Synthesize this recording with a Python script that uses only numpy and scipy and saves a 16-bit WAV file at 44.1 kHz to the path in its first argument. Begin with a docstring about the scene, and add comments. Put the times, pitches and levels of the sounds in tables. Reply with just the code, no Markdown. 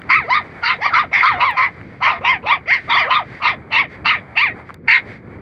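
"""A low, lumpy outdoor rumble and a distant hush open the scene, a stone clicks, and puppies yelp again and again.
The air is two drifting noise beds; steps are soft swells of dirt noise and short noise clicks through a ring.
Each yelp is an arch of pitch: harmonics and turbulence in five moving resonances, hoarse where it is forced.
Early echoes and a short scattered tail answer from ground and bushes; the microphone colours and limits it all."""
import sys
import numpy as np
from scipy import signal
from scipy.fft import rfft, irfft, next_fast_len
from scipy.io import wavfile
from scipy.ndimage import uniform_filter1d, minimum_filter1d, map_coordinates

SR = 44100
rng = np.random.default_rng(int(sys.argv[2]) if len(sys.argv) > 2 else 0)


def int16_out(signal):
    """Quantize to a 16-bit WAV file."""
    q = np.round(np.clip(np.atleast_2d(signal).T, -1, 1) * 32767)
    wavfile.write(sys.argv[1], SR, q.astype(np.int16))


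N = 238879
TIME = np.arange(N) / SR

# bass-heavy spectrum of the rumble: (frequency [Hz], relative density [dB])
RUMBLE_SPECTRUM = [(22, -29), (40, -19.5), (60, -7), (80, -0.5), (115, -0.5), (180, -4), (300, -8),
                   (500, -11.5), (1000, -51.5), (3000, -88)]
# the rumble swells: (centre time [s], half length [s], rise [dB])
RUMBLE_SWELLS = [(1.85, 0.11, 1.5), (2.137, 0.14, 2.5), (3.649, 0.27, 3)]
# spectrum of the distant hush: (frequency [Hz], relative density [dB])
HUSH_SPECTRUM = [(200, -33.5), (400, -8.5), (800, 4.5), (1500, -4), (2250, 1.5), (2700, -24), (4600, -28),
                 (5300, -33), (8000, -47.5), (15000, -70)]
# stones under the shoes: (time [s], peak [dB], ring [Hz], damping [0-1])
STONE_CLICKS = [(.018, -21.5, 1820, 0.1), (1.51, -42.5, 8200, .6), (1.813, -23, 1760, 0.05),
                (4.692, -22, 1260, 0.2), (4.697, -22.5, 1070, 0), (4.705, -19, 1150, 0.2),
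                (4.743, -29.5, 2280, 0.7)]
# soles dragging on dirt: (centre time [s], half length [s], relative level [dB])
SOLE_SCUFFS = [(0.488, 0.47, -41), (1.771, 0.27, -43), (2.854, 0.11, -36), (3.346, 0.069, -34.5),
               (3.933, 0.029, -35.5), (4.599, 0.0064, -44), (4.691, 0.025, -41), (5.115, 0.041, -34.5)]
# spectrum of the dragged dirt: (frequency [Hz], relative density [dB])
DIRT_SPECTRUM = [(300, -5), (1000, -11.5), (1600, 0.5), (2150, 8), (2800, -15.5), (4600, -17.5),
                 (5400, -20.5), (7500, -40), (15000, -72.5)]
# each yelp is pushed out, climbs to a crest and falls away; the last six columns shape the mouth:
# (start [s], attack [s], climb [s], fall [s], push pitch [Hz], crest pitch [Hz], pitch it sags towards [Hz],
#  push level [relative dB], crest level [relative dB], mouth opening [dB],
#  push roughness [0-1], fall roughness [0-1], first resonance [Hz], third resonance [Hz],
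#  fourth resonance [Hz], third level [relative dB], fourth level [relative dB], top level [relative dB])
YELP_GESTURES = [ (.09, 0.015, .063, 0.099, 1050, 1324, 653, -3.5, -11.5, 5.5, 0.6, 0.02, 1275, 2300, 4160, -13, -22.5, -52.5),
                 (0.246, 0.06, 0.062, 0.059, 970, 1242, 480, -9.5, -10.5, 0, 0, 0.2, 1160, 2705, 4120, -24.5, -15, -29.5),
                 (0.615, .02, 0.069, .066, 920, 1080, 595, -15, -10, 0, 0.5, 0.54, 1356, 2690, 4100, -7, -10, -25.5),
                 (.785, 0.033, 0.045, .055, 850, 1153, 560, -18, -9, 0.5, .1, 0.1, 1016, 3040, 4430, -21.5, -19.5, -23.5),
                 (0.904, 0.035, 0.015, .035, 1320, 1362, 1294, -7, -12.5, -14.5, 0.4, 0.2, 1340, 3460, 4450, -8, -4.5, -27),
                 (0.906, 0.038, 0.056, .055, 960, 1256, 488, -13, -9, -1, 0.8, 0.2, 1324, 2880, 4070, -18, -15.5, -24),
                 (1.113, .02, .05, 0.088, 801, 1158, 770, -13, -6, 11.5, 0.5, 0.7, 1028, 3440, 4870, -25.5, -27.5, -40),
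                 (1.203, 0.029, .052, 0.14, 1050, 1275, 726, -8.5, -10.5, -5.5, 0.6, 0.23, 1277, 3270, 4020, -15, -15.5, -31),
                 (1.354, 0.054, 0.047, 0.11, 970, 1174, 823, -10.5, -8.5, -5.5, .65, 0.1, 1070, 2430, 3850, -2.5, -13, -30.5),
                 (1.528, 0.044, 0.067, .055, 1030, 1148, 714, -13.5, -9, -2, .5, .33, 1147, 2870, 4120, -24.5, -22.5, -29),
                 (2.004, 0.022, .053, .115, 1040, 1110, 663, -13, -7.5, -3.5, 0.4, 0.7, 1088, 2640, 4020, -10.5, -17.5, -26),
                 (2.209, 0.042, .056, 0.073, 946, 1094, 730, -12.5, -7, -3, 0.4, 0.2, 1040, 2360, 3220, 3.5, -9.5, -19),
                 (2.424, .044, .06, 0.052, 830, 1150, 530, -15.5, -6.5, -3.5, 0.34, 0.2, 1044, 2440, 3610, 7, -5.5, -21),
                 (2.657, .026, 0.056, .07, 680, 1092, 665, -18, -7, 22, .05, 0.3, 1290, 2800, 4360, -20, -22.5, -27.5),
                 (2.877, 0.023, 0.053, 0.13, 930, 1165, 642, -12.5, -8, -0.5, .55, 0.5, 1134, 3240, 4220, -12.5, -20.5, -34.5),
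                 (2.94, .03, 0.031, .078, 947, 1225, 731, -10.5, -8, 8, 0, 0.1, 1150, 2870, 4600, -15, -25.5, -33),
                 (3.043, .066, .058, .068, 1020, 1211, 522, -8, -9.5, -7, .45, .25, 1163, 2555, 3790, -3, -9.5, -27),
                 (3.4, 0.025, 0.063, 0.065, 890, 1181, 545, -19, -9, -1.5, 0.8, 0.5, 1082, 2554, 3840, -2.5, -8.5, -23.5),
                 (3.704, 0.022, .07, .066, 900, 1157, 513.5, -15, -10.5, 3.5, .55, 0.15, 1058, 2540, 3730, -1, -12, -26),
                 (4.044, 0.015, 0.057, .087, 890, 1270, 530, -11, -12, 6.5, 0.6, 0.3, 1226, 2590, 3870, -2.5, -12, -30),
                 (4.353, .022, 0.061, 0.092, 910, 1200, 609, -10, -10, 10.5, 0.4, 0.1, 1120, 2360, 3970, 2.5, -18, -47),
                 (4.875, .008, .072, .046, 907.7, 1070, 500, -7.5, -0.5, 11.5, .33, 0.56, 1513, 2424, 4040, -10, -16.5, -50),
                 ]
# five mouth resonances, lowest first: (width [Hz], readiness to turn hoarse [exponent],
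#  fall of the overtones that excite it [exponent], sinking as the mouth closes [share])
MOUTH_RESONANCES = [(283, 1.92, 4.32, 0.022), (272, 4.8, 2.16, 0.0525), (310, 1.1, 0.83, 0.17),
                    (480, 2.3, 0.66, 0.22), (610, 12, .5, 0.13)]
# how long the bushes scatter sound: (frequency [Hz], t60 [s])
BUSH_DECAY = [(300, 0.1), (2100, 0.15), (3000, 0.11), (5000, 0.13), (10000, 0.13)]
# colour of the microphone: (frequency [Hz], gain [dB])
MICROPHONE_COLOUR = [(25, -2.5), (60, -0.5), (600, 1.5), (850, -5), (1350, 0.5), (2200, -2.5), (3200, 1.5),
                     (4200, -2.5), (4750, 1.5), (5150, -8.5), (5800, -3.5), (6800, -1), (7400, 4.5),
                     (10000, 10.5)]

# attack: the level shoots up in RISE_S, the pitch in GLIDE_S from about START_SHARE of the push pitch
RISE_S, GLIDE_S, START_SHARE = 0.014, 0.022, 0.42
# a hoarse cry stays longer on its push pitch; SAG_S is the time in which the pitch sags
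FORCED_HOLD, SAG_S = 2.166, 0.041
# level: rise in the attack, bulge in mid-climb, loss over the fall
ATTACK_DB, SWELL_DB, RELEASE_DB = 22, 0.5, 25.5
# gain of the upper resonances in the attack, in mid-climb, over the climb and over the fall
OPEN_ATTACK_DB, OPEN_SWELL_DB, OPEN_CLIMB_DB, OPEN_FALL_DB = 8.5, 2.5, 2, 3.5
# uneven glide of the pitch [share, knots a second]
WAVER, WAVER_PER_S = 0.01794, 45
LEAD_ROUGH = 0.12  # extra roughness until the folds take hold
# these two resonances are alike in all the puppies
SECOND_RESONANCE_HZ, TOP_RESONANCE_HZ = 2077, 5240
EFFORT_TILT = 0.13  # dB that each higher resonance gains per dB of effort
# each resonance flutters [dB, knots a second], with a finer shimmer on top
FLUTTER_DB, FLUTTER_PER_S, SHIMMER_DB = 2.6, 50, 1.1
CEILING, TOP_HZ = 0.86, 15800  # limiter's peak level [full scale 1], then the band limit


def amp(db):
    """Decibels to gain."""
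    return 10 ** (np.asarray(db) / 20)


def unit(x):
    """Scale to rms 1."""
    return x / np.sqrt(np.mean(x ** 2) + 1e-20)


def along(points, hz):
    """Read (frequency [Hz], value) points on a log frequency axis."""
    f, v = np.transpose(points)
    return np.interp(np.log(hz + 1), np.log(f + 1), v)


def wobble(rate, size):
    """A smooth random curve with rate knots a second."""
    knots = rng.standard_normal(size)
    return map_coordinates(knots, [np.arange(size) * rate / SR], mode="wrap")


def bump(centre_s, half_s):
    """A bell-shaped swell of height 1 over the whole scene."""
    return np.exp(-((TIME - centre_s) / half_s) ** 2 / 2)


def filtered(x, response):
    """Shape the spectrum of x by a gain that is a function of frequency."""
    m = next_fast_len(len(x) + 4096)
    hz = np.fft.rfftfreq(m, 1 / SR)
    return irfft(rfft(x, m) * response(hz), m)[:len(x)]


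def noise(spectrum):
    """Coloured noise of rms 1."""
    return unit(filtered(rng.standard_normal(N), lambda hz: amp(along(spectrum, hz))))


def add(track, s, x):
    """Mix x into the track at time s."""
    part = track[max(0, round(s * SR)):][:len(x)]
    part += x[:len(part)]


def outdoors(rumble_db=-40, lump_db=2.7, far_db=-42.5, drift_db=4.2):
    """A lumpy low rumble and the drifting hush of the distance: two noises with wandering levels."""
    swell_db = sum(db * bump(s, half) for s, half, db in RUMBLE_SWELLS)
    rumble_level = amp(rumble_db + swell_db + lump_db * wobble(15, size=N))
    hush_level = amp(far_db + drift_db * wobble(18, size=N))
    return rumble_level * noise(RUMBLE_SPECTRUM) + hush_level * noise(HUSH_SPECTRUM)


def stone_click(peak_db, ring_hz, damping, strike_t60=0.0052):
    """A stone knocked underfoot: a fast-dying burst of noise through a damped ring."""
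    t = np.arange(SR // 20) / SR
    strike = rng.standard_normal(len(t)) * amp(-60 * t / strike_t60)

    def ring(hz):
        detune = hz / ring_hz - ring_hz / (hz + 1)
        return 1 / (1 + 1j * detune / (2 * damping + 0.5)) ** 3

    click = filtered(strike, ring)
    return amp(peak_db) * click / np.abs(click).max()


def footsteps():
    """Soles drag softly over dirt as grainy noise swells, and single stones click."""
    drag = sum(amp(db) * bump(s, half) for s, half, db in SOLE_SCUFFS)
    grain = amp(0.94 * wobble(130, size=N) - 2)
    track = drag * noise(DIRT_SPECTRUM) * grain
    for s, peak_db, ring_hz, damping in STONE_CLICKS:
        add(track, s, stone_click(peak_db, ring_hz, damping))
    return track


def arch(t, attack_s, climb_s, fall_s, push_hz, crest_hz, end_hz,
         push_db, crest_db, mouth_db, push_rough, fall_rough):
    """Pitch, level, mouth opening and roughness of one cry: quick attack, swelling climb, sagging fall."""
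    before = np.maximum(attack_s - t, 0)
    attack = 1 - np.expm1(-before / RISE_S) / np.expm1(-attack_s / RISE_S)
    climb = np.clip((t - attack_s) / climb_s, 0, 1)
    swell = np.sin(np.pi * climb)
    after = np.maximum(t - attack_s - climb_s, 0)
    fall = after / fall_s

    pitch = push_hz * (START_SHARE + (1 - START_SHARE) * np.exp(-before / GLIDE_S))
    held_climb = climb ** (1 + FORCED_HOLD * push_rough)
    pitch += (crest_hz - push_hz) * np.sin(np.pi / 2 * held_climb) ** 2
    pitch += (end_hz - crest_hz) * (1 - np.exp(-(after / SAG_S) ** 2))
    pitch *= 1 + WAVER * wobble(WAVER_PER_S, size=len(t))

    level_db = push_db + (crest_db - push_db) * climb
    level_db += SWELL_DB * swell - ATTACK_DB * (1 - attack) - RELEASE_DB * fall
    open_db = mouth_db - OPEN_ATTACK_DB * (1 - attack) + OPEN_SWELL_DB * swell
    open_db += OPEN_CLIMB_DB * (climb - 0.5) + OPEN_FALL_DB * fall
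    rough = push_rough + (fall_rough - push_rough) * climb + LEAD_ROUGH * (1 - attack)
    return pitch, level_db, open_db, rough


def resonance(hz, centre_hz, width_hz, skirt_db=-43, low_cut_hz=480, high_cut_hz=6000):
    """A steep-sided peak on a weak skirt, with neither bass nor high treble."""
    peak = (1 + ((hz - centre_hz) / width_hz) ** 2) ** -1.5
    treble = 1 + (hz / high_cut_hz) ** 16
    bass = 1 + (low_cut_hz / (hz + 1)) ** 4
    return (peak + amp(skirt_db)) / treble / bass


def resonance_sizes(level_db, open_db, upper_db):
    """Balance of the five resonances: an open mouth favours the upper four, effort the highest of them."""
    effort_db = level_db - level_db.max()
    tilt_db = EFFORT_TILT * np.arange(4)[:, None] * effort_db
    upper = amp(np.r_[0, upper_db][:, None] + tilt_db)
    upper = amp(open_db) * upper / np.linalg.norm(upper, axis=0)
    sizes = np.vstack([np.ones(len(level_db)), upper])
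    return sizes / np.linalg.norm(sizes, axis=0)


def yelp(t, pitch, level_db, open_db, rough, centres_hz, upper_db, jitter=0.0084, rough_jitter=0.02,
         jitter_rate=400, sub_db=-14, strain=0.037, fade_s=0.0013):
    """Vocal folds and their turbulence, both sounding through five moving resonances."""
    size = len(t)
    # the loudest part of a cry is never quite clean
    effort_db = level_db - level_db.max()
    rough = np.clip(np.maximum(rough, strain * amp(effort_db / 2)), 0.03, 0.95)
    # strained folds lose their period from cycle to cycle
    unsteady = jitter * wobble(117.5, size) + rough_jitter * rough * wobble(jitter_rate, size)
    phase = 2 * np.pi * np.cumsum(pitch * (1 + unsteady)) / SR
    # alternating strong and weak cycles add fitful lines halfway between the harmonics
    multiple = np.arange(1, 21)[:, None] / 2
    halfway = amp(sub_db) * rough * wobble(83, size)
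    strength = np.where(multiple % 1 == 0, 1, halfway)
    partials = np.sin(multiple * phase + 2 * np.pi * rng.random(multiple.shape))

    sizes = resonance_sizes(level_db, open_db, upper_db)
    closing = np.sin(np.linspace(-np.pi / 2, np.pi / 2, size)) / 2
    voice = np.zeros(size)
    for balance, centre_hz, (width_hz, rasp, slope, sink) in zip(sizes, centres_hz, MOUTH_RESONANCES):
        band = resonance(np.arange(SR // 2 + 1.), centre_hz, width_hz)  # one value per Hz
        shift = 1 - sink * closing
        clear = (1 - rough) ** rasp
        # a harmonic inside the resonance makes it sing; between harmonics only the turbulence rings it
        source = strength * (centre_hz / pitch) ** slope / np.maximum(multiple, 1) ** slope
        passed = band.take((multiple * pitch / shift).astype(int), mode="clip")
        gains = source * passed * np.sqrt(2 * clear * pitch / np.sum(band ** 2))
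        tone = np.sum(gains * partials, axis=0)
        # reading the noise at a changing speed moves its resonance too
        turbulence = filtered(rng.standard_normal(size), lambda hz: band[hz.astype(int)])
        moved = map_coordinates(turbulence, [np.cumsum(shift)], mode="mirror")
        air = np.sqrt(1 - clear) * unit(moved)
        power = np.sum(gains ** 2, axis=0) / 2 + 1 - clear
        flutter_db = FLUTTER_DB * wobble(FLUTTER_PER_S, size) + SHIMMER_DB * wobble(160, size)
        voice += balance * amp(flutter_db) * (tone + air) / np.sqrt(power)
    edges = np.clip(np.minimum(t - t[0], t[-1] - t) / fade_s, 0, 1)
    return voice * edges * amp(level_db)


def puppies():
    """All yelps, each with its own gesture and mouth shape, some running into each other."""
    track = np.zeros(N)
    for start, *gesture, first_hz, third_hz, fourth_hz, third_db, fourth_db, top_db in YELP_GESTURES:
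        t = np.arange(0, sum(gesture[:3]), 1 / SR)
        centres_hz = (first_hz, SECOND_RESONANCE_HZ, third_hz, fourth_hz, TOP_RESONANCE_HZ)
        upper_db = (third_db, fourth_db, top_db)
        add(track, start, yelp(t, *arch(t, *gesture), centres_hz, upper_db))
    return track


def surroundings(x, early_db=-10, tail_db=-18, gap_s=0.0065):
    """Weak early echoes off ground and stones, and a short scatter of decaying noise from the bushes."""
    hz, t, z = signal.stft(rng.standard_normal(SR // 2), SR, nperseg=256)
    decay = amp(-60 * t / along(BUSH_DECAY, hz)[:, None])
    tail = signal.istft(z * decay, SR, nperseg=256)[1]
    response = np.zeros(SR)
    add(response, gap_s, amp(tail_db) * tail / np.linalg.norm(tail))
    # each echo has its own detour and its own signed strength
    for when, size in rng.random((12, 2)):
        add(response, 0.003 + 0.027 * when, np.array([amp(early_db) * (size - 0.5)]))
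    return signal.fftconvolve(x, response)[:N]


def scene():
    """Air, steps, puppies and their echoes in one channel."""
    cries = amp(0.62) * puppies()
    return (outdoors() + footsteps() + cries + surroundings(cries))[None]


def record(dry, knee_db=-8):
    """The microphone colours the sound; loud parts are turned down, peaks limited, the top cut off."""
    heard = filtered(dry[0], lambda hz: amp(along(MICROPHONE_COLOUR, hz)))
    power = np.abs(uniform_filter1d(heard ** 2, size=660))  # about 15 ms
    held = heard / np.sqrt(1 + power / amp(knee_db) ** 2)
    needed = np.minimum(1, CEILING / (np.abs(held) + 1e-9))
    gain = uniform_filter1d(minimum_filter1d(needed, size=90), size=90)  # about 2 ms
    return filtered(held * gain, lambda hz: hz < TOP_HZ)[None]


dry = scene()
out = record(dry)
int16_out(out)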